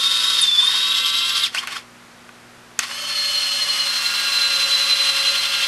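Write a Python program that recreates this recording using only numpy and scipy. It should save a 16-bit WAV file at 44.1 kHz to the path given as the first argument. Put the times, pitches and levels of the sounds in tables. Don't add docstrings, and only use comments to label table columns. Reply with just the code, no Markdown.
import sys
import numpy as np
from scipy import signal
from scipy.fft import rfft, irfft, next_fast_len
from scipy.io import wavfile

SR = 44100
rng = np.random.default_rng(int(sys.argv[2]) if len(sys.argv) > 2 else 0)


def dump_mix(stems):
    frames = np.atleast_2d(stems).T
    limited = np.clip(frames, -1, 1)
    pcm = np.round(limited * 32767).astype(np.int16)
    wavfile.write(sys.argv[1], SR, pcm)


N = 250437
T = np.arange(N) / SR
FREQS = np.fft.rfftfreq(N, 1 / SR)

# time_s, shaft_speed_hz, mesh_whine_db, other_tones_db
MAIN_OUT = [(0, 98.5, -19.5, -2.5), (.15, 99.96, -21.5, 0.5), (.3, 101.2, -21.5, 2.5), (.42, 99.2, -21, -3),
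            (.5, 94.84, -17.5, -9), (.58, 94.54, -16, -4), (.72, 100.7, -21.5, 1), (.8, 101.3, -20, 1),
            (.95, 102.9, -28.5, 3), (1.15, 103.9, -24.5, 3), (1.3, 105.2, -31, 1.5), (1.44, 105, -30, 4.5)]
MAIN_BACK = [(2.9, 113.2, -44, -5.5), (3, 117.1, -35, -0.5), (3.13, 116.6, -28.5, -3),
             (3.18, 115.4, -23.5, 1), (3.5, 114, -26.5, -1), (3.8, 113.1, -23.5, 1),
             (4.08, 111.1, -28.5, -8), (4.5, 109.8, -22.5, 1.5), (4.9, 109.5, -23.5, 3.5),
             (5.3, 110.2, -24.5, 4), (5.45, 111.4, -28, -2), (5.68, 109.3, -31, 0)]
# time_s, shaft_speed_hz, mesh_whine_db, other_tones_db
SECOND_BACK = [(3.86, 109.4, -35, 0), (4.2, 108.6, -38, 5.5), (4.55, 107.8, -43, 5),
               (4.9, 107.1, -35, -0.5), (5.68, 107.4, -45, 4)]
# it stalls once under load, then twitches twice at the end stop
# on_s, off_s, driven_whine_db, braking_whine_db, other_tones_db (levels at top speed)
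SECOND_RUNS = [(-.2, .414, -31, -24, 0), (.595, 1.434, -36, -14, -6.5), (1.548, 1.594, -14.5, -34, -22),
               (1.673, 1.715, -33, -38, -28)]
# multiple_of_shaft_speed, level_db (other_tones_db is added)
MAIN_OUT_TONES = [(5, -61), (10, -50), (11.14, -45), (13, -45), (15, -44.5), (20, -45), (26, -39.5),
                  (32, -43), (74, -47.5), (100, -48.5), (111, -49)]
MAIN_BACK_TONES = [(5, -47.5), (11.14, -47.5), (15, -49), (18.57, -44), (22.28, -53), (26, -41), (45, -46),
                   (55, -47), (74, -48), (100, -50)]
SECOND_OUT_TONES = [(5, -49), (11.14, -48), (13, -42), (74, -50.5), (100, -45), (111, -62)]
SECOND_BACK_TONES = [(11.14, -49.5), (13, -42.5), (15, -42), (25, -37.5), (27, -45), (30, -48), (31, -53),
                     (74, -61), (111, -52)]
# time_s, level_db
LIGHT_WHINE = [(2.92, -35.5), (3.2, -31.5), (3.82, -30.5)]
# multiple_of_shaft_speed, relative_level_db
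LIGHT_TONES = [(11.14, -9.5), (15, -7.5), (26, 3), (74, -14), (100, -23)]
# time_s, whine_swing_db, rattle_swing_db
THROB_OUT = [(.1, 4.5, 0.1), (.55, 4.5, 0.1), (.9, -1, 2)]
THROB_BACK = [(3.5, 1.4, .4), (4.05, 3.8, .4), (5, 3.5, 1.5)]
# time_s, body_db, clatter_db, hiss_db
RATTLE_OUT = [(0, -35, -29.5, -25), (.43, -34, -28, -25), (.52, -39.5, -34.5, -30), (.7, -30.5, -28, -26),
              (1, -38, -25.5, -28), (1.455, -34, -26.5, -27)]
RATTLE_BACK = [(2.87, -40.5, -44, -38), (3.1, -35.5, -34, -32.5), (3.3, -36, -30.5, -29.5),
               (4, -31, -31, -28.5), (4.8, -31.5, -27.5, -27), (5.68, -31, -26.5, -29)]
# pitch_hz, relative_level_db
COLOUR_OUT = [(200, -30), (600, -30), (850, -17.5), (1100, -12.5), (1800, -4.5), (2350, -8), (2700, -3),
              (3300, 4), (4100, -3.5), (4600, 0), (5300, -8.5), (6000, -17), (8500, -21), (12000, -25.5)]
COLOUR_BACK = [(200, -36.5), (500, -25), (850, -13.5), (1200, -11), (1800, -7), (2350, -3), (2750, 4),
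               (3400, 4), (3900, -1.5), (4400, 5), (5300, -4), (6800, -11.5), (9000, -13), (12000, -18.5)]
# pitch_hz, width_hz, lift_db
FRAME = [(1143, 88, 7.5), (1410, 100, 2.5), (2260, 510, 1), (2696, 88, 4.5), (3198, 49, 7), (3310, 72, 0.5),
         (3520, 120, 6), (4710, 330, -8)]
# peak_s, rise_s, body_db, hiss_db
SHAKES = [(1.551, 0.016, -28, -26.5), (1.587, 0.08, -30.5, -29), (1.636, .07, -31.5, -37.5),
          (1.679, .008, -30, -37), (1.73, 0.096, -32, -34.5), (1.768, 0.1, -31.5, -33.5),
          (2.794, 0.0054, -27.5, -28), (2.835, 0.038, -27.5, -27.5), (2.912, .03, -34, -35)]
# start_s, length_s, start_pitch_hz, end_pitch_hz, level_db
WHINE_GLIDES = [(0.616, 0.039, 853, 1277, -31), (.683, 0.015, 1167, 850, -35),
                (0.734, 0.029, 779, 1320, -27.5), (1.629, 0.02, 1280, 930, -28.5),
                (1.757, 0.0174, 1650, 1164, -24)]
# start_s, level_db, brightness_db_per_octave
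KNOCKS = [(1.548, -15.5, -2.5), (1.673, -16.5, -0.5), (1.764, -29, -3), (2.292, -40.5, -12.5),
          (2.791, -11, 10.5), (2.7922, -9, 6), (2.7951, -19.5, -6.5)]
# pitch_hz, relative_level_db, time_to_fade_60_db_s
KNOCK_MODES = [(710, -29.5, 0.021), (1177, -12.5, 0.032), (1500, -7, 0.031), (1926, -3.5, 0.0077),
               (2600, -4, 0.021), (3280, -8, 0.01), (4660, -12, 0.0089), (6300, -7, .007),
               (7500, -13, 0.013), (10300, -21, 0.0036)]
# pitch_hz, relative_level_db
AIR_COLOUR = [(25, -20), (80, -14), (250, -10.5), (400, -10), (800, -10.5), (1400, -8.5), (3000, -15.5),
              (7000, -22.5), (12500, -28.5)]
# pitch_hz, level_db
HUM = [(60, -79), (120, -61), (180, -64.5), (240, -55.5), (360, -63)]

MESH_ORDER = 37
WHEEL_RATIO, IDLER_RATIO = 10.2, 4.8
TOP_SPEED_HZ, SPIN_UP_S, BRAKE_HZ_PER_S = 104.4, 0.025, 1150
SPEED_LAW_DB = 15
START_DB_PER_S, STOP_DB_PER_S = 900, 397


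def amp(db):
    return 10 ** (np.asarray(db) / 20)


def unit(x):
    return x / np.sqrt(np.mean(x ** 2) + 1e-20)


def follow(rows):
    s, *columns = np.transpose(rows)
    return [np.interp(T, s, column) for column in columns]


def colour(points):
    hz, db = np.transpose(points)
    return amp(np.interp(np.log(FREQS + 1), np.log(hz), db))


def drift(rate_hz):
    size = next_fast_len(N, True)
    smoothing = 1 + (np.fft.rfftfreq(size, 1 / SR) / rate_hz) ** 4
    wander = irfft(rfft(rng.standard_normal(size)) / smoothing, size)
    return unit(wander[:N])


def background():
    noise = irfft(rfft(rng.standard_normal(N)) * colour(AIR_COLOUR), N)
    out = amp(-46) * unit(noise)
    for hz, db in HUM:
        out += np.sqrt(2) * amp(db) * np.sin(2 * np.pi * (hz * T + rng.random()))
    return out


def workshop(x, wet_db=-17, t60_s=0.1):
    t = np.arange(SR // 2) / SR
    echoes = rng.standard_normal(len(t)) * (rng.random(len(t)) < 2000 / SR)
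    echoes *= (t > 0.002) * amp(-60 * t / t60_s)
    tail = signal.lfilter(*signal.butter(1, 4000, fs=SR), echoes)
    return x + amp(wet_db) * signal.fftconvolve(x, tail / np.linalg.norm(tail))[:N]


def knocks(crack_db=-7, crack_s=0.0016):
    t = np.arange(4096) / SR
    out = np.zeros(N)
    for s, db, bright in KNOCKS:
        crack = amp(crack_db) * rng.standard_normal(len(t)) * np.exp(-t / crack_s)
        ring = np.zeros(len(t))
        for hz, mode_db, t60_s in KNOCK_MODES:
            level_db = mode_db + bright * np.log2(hz / 3000) - 60 * t / t60_s
            ring += amp(level_db) * np.sin(2 * np.pi * (hz * t + rng.random()))
        out[round(s * SR):][:len(t)] += amp(db) * (ring + crack)
    return signal.sosfilt(signal.butter(2, 350, "high", fs=SR, output="sos"), out)


def whine_glides(rough=0.4):
    out = np.zeros(N)
    for s, length, from_hz, to_hz, db in WHINE_GLIDES:
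        progress = np.clip((T - s) / length, 0, 1)
        pitch_hz = from_hz + (to_hz - from_hz) * progress
        voice = np.sin(2 * np.pi * np.cumsum(pitch_hz) / SR)
        out += amp(db) * np.sin(np.pi * progress) * voice * (1 + rough * drift(160))
    return out


def rattle(levels, spectrum, turns, swing_db, band_db, pulsing, taps_per_s, tap_spread_db, tap_db,
           flicker_db, swing_share):
    tap_sizes = amp(tap_spread_db * np.minimum(rng.exponential(1, N), 3))
    taps = (rng.random(N) < taps_per_s / SR) * rng.choice([-1, 1], N) * tap_sizes
    drive = rng.standard_normal(N) + amp(tap_db) * unit(taps)
    drive *= 1 + pulsing * np.cos(4 * np.pi * turns)
    drive *= amp(flicker_db * drift(38))
    frame = np.prod([1 + (amp(db) - 1) / (1 + 2j * (FREQS - hz) / width) for hz, width, db in FRAME], axis=0)
    rung = rfft(drive) * colour(spectrum) * frame
    below_clatter = 1 / (1 + (FREQS / 2300) ** 16)
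    below_hiss = 1 / (1 + (FREQS / 4400) ** 16)
    bands = below_clatter, below_hiss - below_clatter, 1 - below_hiss
    out = np.zeros(N)
    for band, level, trim_db, share in zip(bands, levels, band_db, swing_share):
        out += unit(irfft(rung * band, N)) * amp(level + trim_db + share * swing_db)
    return out


def shakes():
    bursts = []
    for s, rise, body, hiss in SHAKES:
        drop_db = np.clip(np.maximum(20 * (s - T) / rise, STOP_DB_PER_S * (T - s)), 0, 100)
        bursts.append(np.array([[body], [hiss]]) - drop_db)
    body_db, hiss_db = np.max(bursts, axis=0)
    levels = body_db, (body_db + hiss_db) / 2, hiss_db
    return rattle(levels, COLOUR_BACK, 0, 0, band_db=(0, -1, 0), pulsing=0, taps_per_s=600,
                  tap_spread_db=0.0, tap_db=-6.0, flicker_db=0.4, swing_share=(0, 0, 0))


def fade_db(rows):
    before = START_DB_PER_S * (rows[0][0] - T)
    after = STOP_DB_PER_S * (T - rows[-1][0])
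    return -np.clip(np.maximum(before, after), 0, 120)


def long_run(rows):
    speed, mesh_db, tones_db = follow(rows)
    return speed, mesh_db + fade_db(rows), tones_db + fade_db(rows)


def short_runs(rows, switch_s=0.0026, brake_fade_db_per_s=200):
    motion = np.zeros((3, N))
    for on, off, driven_db, braking_db, tones_db in rows:
        driven = TOP_SPEED_HZ * (1 - np.exp(-np.clip(T - on, 0, off - on) / SPIN_UP_S))
        speed = np.maximum(driven - BRAKE_HZ_PER_S * np.maximum(T - off, 0), 1)
        loud_db = SPEED_LAW_DB * np.log2(speed / TOP_SPEED_HZ)
        loud_db -= brake_fade_db_per_s * np.clip(T - off, 0, 0.5)
        mesh_db = np.interp(T, [off - switch_s, off + switch_s], [driven_db, braking_db])
        motion = np.where(T >= on, [speed, mesh_db + loud_db, tones_db + loud_db], motion)
    return motion


def shaft_turns(speed):
    return np.cumsum(speed) / SR


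def gear_swing(turns, ratio, tight_s, lead=0, pinch=0):
    angle = 2 * np.pi * ((turns - np.interp(tight_s, T, turns)) / ratio + lead)
    return np.cos(angle) - pinch * np.cos(2 * angle)


def rotor(motion, tones, swing_db, bend_hz, jitter, rough, flutter_db, pole_depth, strain_db):
    speed, mesh_db, tones_db = motion
    turns = shaft_turns(speed) + jitter * drift(14) + jitter * drift(99) / 5
    poles = 1 + pole_depth * np.cos(4 * np.pi * turns)
    bend_turns = np.cumsum(bend_hz * np.ones(N)) / SR
    mesh = np.cos(2 * np.pi * (MESH_ORDER * turns + bend_turns))
    out = amp(mesh_db + swing_db + flutter_db * drift(51)) * poles * mesh
    strain = np.minimum(abs(np.gradient(speed)) * SR / 500, 1)
    scatter = drift(42) + 1j * drift(22.4)
    for order, db in tones:
        voice = np.exp(2j * np.pi * rng.random()) + rough * np.roll(scatter, rng.integers(N))
        level_db = db + tones_db + strain_db * strain * (order > MESH_ORDER)
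        out += amp(level_db) * (voice * np.exp(2j * np.pi * order * turns)).real
    return np.sqrt(2) * out


def light_whine(turns, flutter_db=3, jitter=0.0022):
    level_db = follow(LIGHT_WHINE)[0] + fade_db(LIGHT_WHINE)
    flutter = flutter_db * drift(45)
    unsteady = turns + jitter * drift(20)
    out = np.zeros(N)
    for order, db in LIGHT_TONES:
        gain = amp(level_db + db + np.roll(flutter, rng.integers(N)))
        out += gain * np.sin(2 * np.pi * order * unsteady)
    return out


def stroke_back(wheel_tight_s=4.45, uneven=0.42):
    motion = long_run(MAIN_BACK)
    turns = shaft_turns(motion[0])
    whine_db, rattle_db = follow(THROB_BACK)
    swing_db = whine_db * (gear_swing(turns, WHEEL_RATIO, wheel_tight_s, pinch=0.25) + uneven * drift(17))
    rub_db = rattle_db * gear_swing(turns, WHEEL_RATIO, wheel_tight_s, lead=0.23)
    bend_hz = -4.5 * whine_db * gear_swing(turns, WHEEL_RATIO, wheel_tight_s, lead=-0.22)
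    main = rotor(motion, MAIN_BACK_TONES, swing_db, bend_hz, jitter=0.003, rough=0.41,
                 flutter_db=2.3, pole_depth=0.26, strain_db=0)
    second = rotor(long_run(SECOND_BACK), SECOND_BACK_TONES, 0, 0, jitter=0.0019, rough=0.28,
                   flutter_db=4, pole_depth=0.25, strain_db=0)
    levels = follow(RATTLE_BACK) + fade_db(RATTLE_BACK)
    teeth = rattle(levels, COLOUR_BACK, turns, rub_db, band_db=(-1.2, 1.2, 0.3), pulsing=0.077,
                   taps_per_s=1600, tap_spread_db=2.5, tap_db=-3.0, flicker_db=0.68,
                   swing_share=(0.3, 1.7, 0.6))
    return main + second + teeth + light_whine(turns)


def stroke_out(wheel_tight_s=1.082, idler_tight_s=0.39, wheel_whine_db=0.8):
    motion = long_run(MAIN_OUT)
    turns = shaft_turns(motion[0])
    whine_db, rattle_db = follow(THROB_OUT)
    wheel = gear_swing(turns, WHEEL_RATIO, wheel_tight_s)
    idler = gear_swing(turns, IDLER_RATIO, idler_tight_s, pinch=0.37)
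    swing_db = whine_db * idler + wheel_whine_db * wheel
    bend_hz = -8 * whine_db * gear_swing(turns, IDLER_RATIO, idler_tight_s, lead=-0.25)
    main = rotor(motion, MAIN_OUT_TONES, swing_db, bend_hz, jitter=0.005, rough=0.38,
                 flutter_db=2.26, pole_depth=0.1, strain_db=-7)
    second = rotor(short_runs(SECOND_RUNS), SECOND_OUT_TONES, 0, 0, jitter=0.0022, rough=0.37,
                   flutter_db=0.0, pole_depth=0.18, strain_db=23.5)
    levels = follow(RATTLE_OUT) + fade_db(RATTLE_OUT)
    teeth = rattle(levels, COLOUR_OUT, turns, rattle_db * wheel, band_db=(-1.5, 2.5, -0.3), pulsing=0.06,
                   taps_per_s=810, tap_spread_db=-1.5, tap_db=-2.5, flicker_db=1.3,
                   swing_share=(0.3, -0.4, 1.3))
    return main + second + teeth


def scene():
    machine = stroke_out() + stroke_back() + shakes() + whine_glides() + knocks()
    return (workshop(machine) + background())[None]


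def record(dry):
    low_pass = signal.firwin(401, 12500, window=("kaiser", 9), fs=SR)
    return signal.oaconvolve(dry, low_pass[None], "same")


dry = scene()
out = record(dry)
dump_mix(out)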